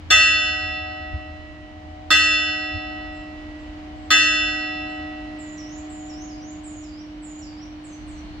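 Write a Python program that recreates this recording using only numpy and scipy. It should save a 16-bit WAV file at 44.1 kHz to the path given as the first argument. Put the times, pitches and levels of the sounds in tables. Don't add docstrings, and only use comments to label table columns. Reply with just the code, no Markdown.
import sys
import numpy as np
from scipy import signal
from scipy.fft import rfft, irfft
from scipy.io import wavfile
from scipy.ndimage import uniform_filter1d

SR = 44100
rng = np.random.default_rng(int(sys.argv[2]) if len(sys.argv) > 2 else 0)


def generate_wav(signal):
    frames = np.transpose(np.atleast_2d(signal))
    scaled = np.clip(frames, -1, 1) * 32767
    pcm = np.round(scaled).astype(np.int16)
    wavfile.write(sys.argv[1], SR, pcm)


N = 370440
T = np.arange(N) / SR
TOP_HZ = 15700


def undb(db):
    return 10 ** (np.asarray(db) / 20)


def unit(x):
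    return x / np.sqrt(np.mean(np.abs(x) ** 2))


def fade(age, t60):
    return np.exp(-np.log(1000) * age / t60)


def at_hz(hz, points):
    f, db = np.transpose(points)
    return np.interp(np.log(hz + 1), np.log(f), db)


def noise(gain, size, alike_hz):
    hz = np.fft.rfftfreq(size, 1 / SR)
    mid, side = rfft(rng.standard_normal((2, size)))
    spread = np.clip(0.098 + (hz / alike_hz) ** 2, 0, 1) * np.array([[1], [-1]])
    return unit(irfft((mid + spread * side) * gain(hz), size))


def resonance(hz, centre, width):
    return 1 / np.sqrt(1 + (2 * (hz - centre) / width) ** 2)


def band(centre_hz, width_hz, alike_hz, steepness=2):
    return noise(lambda hz: resonance(hz, centre_hz, width_hz) ** steepness, N, alike_hz)


def walk(rate):
    points = rng.standard_normal(size=8192)
    return np.interp(T * rate, np.arange(len(points)), points)


def passing(when, db, half_length):
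    return undb(db) / np.hypot(1, (T - when) / half_length)


# f/Hz, relative level/dB
AIR_COLOUR = [(20, -8.5), (62, -6), (120, -13), (240, -13.5), (330, -13.5), (420, -25.5), (700, -21),
              (1390, -27.5), (2300, -27), (2600, -31), (2930, -27.5), (3400, -33), (4400, -36.5),
              (7100, -47), (10000, -63), (15000, -69)]
# t/s, level change/dB
HISS_LEVEL = [(0, -0.5), (1.8, -3), (3.5, 0), (5.7, 0.8), (7.1, -2), (8.4, 1)]
def open_air(level_db=-43, right_db=0.14):
    flicker_db = .35 * walk(7)
    air = noise(lambda hz: undb(at_hz(hz, AIR_COLOUR)), N, 760) * undb([[-right_db], [right_db]])
    return air * undb(level_db + np.interp(T, *np.transpose(HISS_LEVEL)) + flicker_db)


# nearest at t/s, level/dB, time to drop by 3 dB/s
FAR_CARS = [(3.195, -56, 1.0), (7.8, -59.5, 1.5)]
def far_road(engine_db=-38.5, fade_db_per_s=2, town_db=-48.5):
    engine = undb(engine_db - fade_db_per_s * T) * band(centre_hz=79, width_hz=17, alike_hz=160)
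    town = undb(town_db) * band(centre_hz=49, width_hz=10, alike_hz=90)
    tyres = sum(passing(*car) * band(centre_hz=680, width_hz=420, alike_hz=900) for car in FAR_CARS)
    return engine + town + tyres


# t/s, level/dB, half length/s, centre f/Hz
PUFFS = [(.05, -48.5, 0.16, 57), (0.637, -35, 0.023, 79), (1.152, -24.5, .022, 79),
         (2.76, -28.5, 0.018, 79), (2.943, -42, 0.13, 52), (3.5, -45, 0.81, 46.8), (8.3, -37, 0.24, 54.4)]
def gusts(width_share=0.67):
    out = 0
    for when, db, half_length, hz in PUFFS:
        swell = undb(db) * np.exp(-((T - when) / half_length) ** 2)
        out += swell * band(hz, width_share * hz, alike_hz=120, steepness=3)
    return out


# t/s, strength/dB, hum level just after/dB
STRIKES = [(0.103, 1.13, -40), (2.104, 0.1, -34), (4.104, 0.14, -31.5)]
def hum(hz=302.8, t60=52, before_db=-44.5, flutter_db=0.47, right_db=0.96):
    db = np.full(N, before_db)
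    for start, _, hum_db in STRIKES:
        db = np.where(T >= start, hum_db + 20 * np.log10(fade(T - start, t60)), db)
    swing = uniform_filter1d(undb(db + flutter_db * walk(42)), size=300)
    return undb([[-right_db], [right_db]]) * swing * np.sin(2 * np.pi * hz * T)


# f/Hz, left level/dB, right level/dB, t60/s, twin offset/Hz,
# twin share left, twin share right (minus flips the wave), left ear's lead/rad, rise/s
TONE_PAIRS = [(616.1, -39.5, -37.5, 10.95, 0.62, -0.054, -0.099, 0.63, 0.001),
              (747.3, -29.5, -36, 7.83, 0.69, -0.68, -0.63, 1.93, 0.44),
              (1283, -24.5, -24.5, 2.55, 1.09, 0.17, 0.14, -0.7, 0.00059),
              (1511, -39, -26, 1.98, 1.46, -0.35, -0.6, 1.3, 0.002),
              (1529.5, -32.5, -23.5, 1.61, 2.4, 0.97, 0.22, 0, 0.0018),
              (1634.7, -22, -27.5, 1.78, 5.6, -0.21, 0.95, 1, 0.0011),
              (1827, -27, -26.5, 1.34, 0.82, 0.59, 0.45, 1, 0.0023),
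              (1939, -26.5, -17, 3.09, 2.11, 0.52, 0.084, -1.6, 0.0059),
              (1953, -29.5, -29.5, 2.37, 0.44, -0.0058, 0.21, 0.7, 0.0077),
              (2008, -36, -32.5, 1.4, 15, 0.4, 0.41, 1.5, 0.0018),
              (2534, -38.5, -39, 2.4, 8.51, -0.14, -0.25, -1, 0.002),
              (2612, -35.5, -32, 1.6, 7.04, -0.85, -0.75, 2, 0.0024),
              (2687.6, -11, -11.5, 1.82, 2.29, -0.18, -0.14, 0.5, 0.015),
              (2780, -26.5, -24, 1.12, 6, -0.14, -0.051, -1, 0.012),
              (2975, -17, -33, 2.04, 1.64, -0.12, -0.49, -0.4, 0.0091),
              (2979, -55, -59, 14, 3.3, 0.4, 0.4, 1, 0.01),
              (3506, -15, -21, 1.54, 2.99, 0.26, 0.7, -0.45, 0.0045),
              (3534, -33.5, -33, 1.2, 2.95, 0.4, 0.43, 0.3, 0.002),
              (4050, -34.5, -35.5, 2.67, 1.52, -0.0024, 0.1, -0.1, 0.002),
              (4190, -37, -40, 1.1, 0.76, 0.72, 0.45, 2, 0.002),
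              (4360, -24, -23, 1.48, -7.5, 0.7, 0.45, 0.9, 0.0033),
              (4870, -44.5, -38, 1.5, 0.98, 0.61, 0.93, -4.5, 0.0018),
              (5183, -33.5, -26, 1.8, 0.43, 0.06, -0.49, 1.06, 0.002),
              (5245, -19, -17.5, 1.17, 0.92, -0.56, -0.91, -1.2, 0.002),
              (5350, -41.5, -34, 0.86, 1.54, 0.25, 0.17, -1.5, 0.002),
              (6137, -23.5, -20.5, 0.98, 1.53, -0.097, -0.25, 2.5, 0.007),
              (6325.0, -44.5, -40.5, 1.51, 4, 0.29, -0.39, 2, 0.002),
              (7023, -38.5, -35, 1.22, 0.8, 0.51, -0.22, 0.3, 0.002),
              (7240, -37.5, -29.5, 0.73, 5.65, 0.66, 0.92, -1.7, 0.0099),
              (7570, -46, -41.5, 1.7, 0.59, 0.57, 0.52, -1.1, 0.0018),
              (7880, -43.5, -35.5, 0.86, 3.36, 0.3, -0.087, 1.5, 0.0023)]
def ringing(trim_db=-0.02, scatter_db=0.35):
    starts, strengths, _ = np.transpose(STRIKES)
    last_blow = np.maximum(np.searchsorted(starts, T) - 1, 0)
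    since = np.maximum(T - starts[last_blow], 0)
    out = np.zeros((2, N))
    for hz, left_db, right_db, t60, offset, twin_left, twin_right, lead, rise in TONE_PAIRS:
        blow_db = trim_db + strengths - scatter_db * rng.standard_normal(len(STRIKES))
        live = np.flatnonzero(since < t60)
        age = since[live]
        waver_db = 1.1 * min(hz / 3000, 1) * walk(17)[live]
        swing = undb(blow_db[last_blow[live]] + waver_db) * fade(age, t60) * (1 - np.exp(-age / rise))
        phase = 2 * np.pi * hz * T[live]
        twin = phase + 2 * np.pi * offset * age
        out[0, live] += undb(left_db) * swing * (np.sin(phase + lead) + twin_left * np.sin(twin + lead))
        out[1, live] += undb(right_db) * swing * (np.sin(phase) + twin_right * np.sin(twin))
    return out


# f/Hz, base level per tone/dB
HIGH_TONES = [(2200, -51), (3300, -39), (5000, -40.5), (6500, -45), (8000, -41), (9000, -48),
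              (11000, -52.5), (13000, -49.5), (15500, -52)]
def shimmer(count=60, t60_at_5k=0.8, damping=0.53):
    age, out = T[:SR], 0
    edges = np.linspace(2200, TOP_HZ, count + 1)
    for k, (low, high) in enumerate(zip(edges, edges[1:])):
        hz = rng.uniform(low, high)
        ear_db = rng.uniform(-3, 3, (2, 1))
        accent_db = 2 if k % 2 == 0 else rng.uniform(-14, -3)
        t60 = t60_at_5k * (5000 / hz) ** damping
        throb = 1 + .4 * np.cos(2 * np.pi * rng.uniform(2, 16) * age)
        ring = fade(age, t60) * throb * np.sin(2 * np.pi * (hz * age + rng.random((2, 1))))
        out += undb(at_hz(hz, HIGH_TONES) + ear_db + accent_db) * ring
    return out * (1 - np.exp(-age / 0.0043))


# f/Hz, level/dB, t60/s, rise/s
FLARE_TONES = [(749, -27, 0.3, 0.0034), (1262, -17, 0.21, 0.0017), (1940, -21.5, 0.18, .02),
               (2022, -12, 0.26, .02), (3450, -19, .2, 0.0057), (4300, -25.5, 0.1, 0.0018),
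               (5245, -19, 0.08, 0.00049)]
def first_flare():
    age, out = T[:SR], 0
    for hz, db, t60, rise in FLARE_TONES:
        tone = np.sin(2 * np.pi * (hz * age + rng.random((2, 1))))
        out += undb(db) * fade(age, t60) * (1 - np.exp(-age / rise)) * tone
    return out


# f/Hz, relative level/dB
CRASH_COLOUR = [(150, -26.5), (330, 2), (700, -13), (1200, 6), (2000, -1.5), (3500, 2), (5200, -5),
                (7500, -16.5), (10000, -28.5), (15000, -21)]
def clang(crash_db=-18, crash_t60=0.092, yard_db=-33, yard_t60=0.66, yard_top_hz=5500, rise_s=.0012):
    age = T[:SR]
    colour = lambda hz: undb(at_hz(hz, CRASH_COLOUR))
    dulled = lambda hz: colour(hz) / (1 + (hz / yard_top_hz) ** 4)
    crash = undb(crash_db) * fade(age, crash_t60) * noise(colour, SR, 2000)
    wash = undb(yard_db) * fade(age, yard_t60) * noise(dulled, SR, 2000)
    return (crash + wash) * (1 - np.exp(-age / rise_s))


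def reflections(wall_db=-18, t60=0.64, rise_s=0.0084, width_hz=24):
    age = T[:SR]
    blurred = lambda hz: np.sqrt(sum(undb((left_db + right_db) / 2) * resonance(hz, centre, width_hz) ** 3
                                   for centre, left_db, right_db, *_ in TONE_PAIRS))
    return undb(wall_db) * fade(age, t60) * (1 - np.exp(-age / rise_s)) * noise(blurred, SR, 2000)


def bell():
    out = ringing() + hum()
    bright = shimmer() + first_flare()
    for start, strength_db, _ in STRIKES:
        i = int(start * SR)
        out[:, i:i + SR] += undb(strength_db) * (bright + clang() + reflections())
    return out


def whistle(age, length, start_hz, low_hz, end_hz, fall_s):
    climb_hz_per_s, dip_db, attack_s, release_s = 13500, 7, 0.015, 0.0026
    climb = np.maximum(end_hz - low_hz - climb_hz_per_s * (length - age), 0)
    hz = low_hz + (start_hz - low_hz) * np.exp(-age / fall_s) + climb
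    edge = np.clip(np.minimum(age / attack_s, (length - age) / release_s), 0, 1)
    return hz, edge * undb(-dip_db * np.sin(np.pi * age / length) ** 2)


# t/s, length/s, start f/Hz, low f/Hz, end f/Hz, fall time/s, base level/dB
BIRD_NOTES = [(3.117, 0.065, 7750, 7450, 7450, .035, -63), (3.58, .06, 7650, 7400, 7400, .035, -70),
              (3.953, 0.1, 7850, 7600, 7650, .035, -67), (4.88, 0.084, 7750, 7350, 7440, 0.032, -62.5),
              (5.385, 0.15, 8080, 6880, 7350, 0.025, -47), (5.563, 0.23, 7060, 5200, 7400, 0.019, -47),
              (5.888, 0.19, 8130, 6780, 7420, 0.036, -46.5), (6.079, 0.18, 6650, 5100, 6800, 0.017, -47.5),
              (6.275, 0.25, 6520, 4830, 7220, .02, -50), (6.632, 0.19, 8500, 6720, 7280, 0.034, -45.5),
              (6.807, .215, 7140, 4690, 5860, 0.027, -52), (7.221, .175, 8380, 6840, 7270, 0.03, -45),
              (7.405, 0.24, 7070, 4680, 5940, 0.021, -52), (7.834, .115, 8800, 6000, 6150, 0.033, -50.5),
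              (8.067, 0.13, 9200, 5700, 5750, 0.044, -54)]
def bird(direct=0.53, trees_t60=0.47, right_db=2.0, faint_treble_db=-38):
    song = np.zeros(N)
    quiver = 1 + .022 * walk(600)
    flutter = undb(3 * walk(110) + 2 * walk(35))
    for start, length, *glide, db in BIRD_NOTES:
        live = (T > start) & (T < start + length)
        hz, gain = whistle(T[live] - start, length, *glide)
        phase = 2 * np.pi * np.cumsum(hz * quiver[live]) / SR
        tone = np.sin(phase) + undb(faint_treble_db) * np.sin(2 * phase)
        song[live] += gain * flutter[live] * undb(db) * tone
    trees = rng.standard_normal((2, SR)) * fade(T[:SR], trees_t60)
    echo = signal.fftconvolve(song[None], unit(trees) / np.sqrt(SR), axes=1)[:, :N]
    return np.sqrt(2) * undb([[-right_db], [right_db]]) * (direct * song + echo)


def whine():
    return passing(when=8.4, db=-59, half_length=.3) * band(centre_hz=4280, width_hz=350, alike_hz=900)


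def scene():
    return bell() + bird() + open_air() + gusts() + far_road() + whine()


def record(dry):
    low_cut = signal.butter(2, 30, "highpass", fs=SR, output="sos")
    high_cut = signal.ellip(8, .2, 70, TOP_HZ, fs=SR, output="sos")
    clipped = np.clip(signal.sosfilt(low_cut, dry), -1, 1)
    return signal.sosfilt(high_cut, clipped)


dry = scene()
out = record(dry)
generate_wav(out)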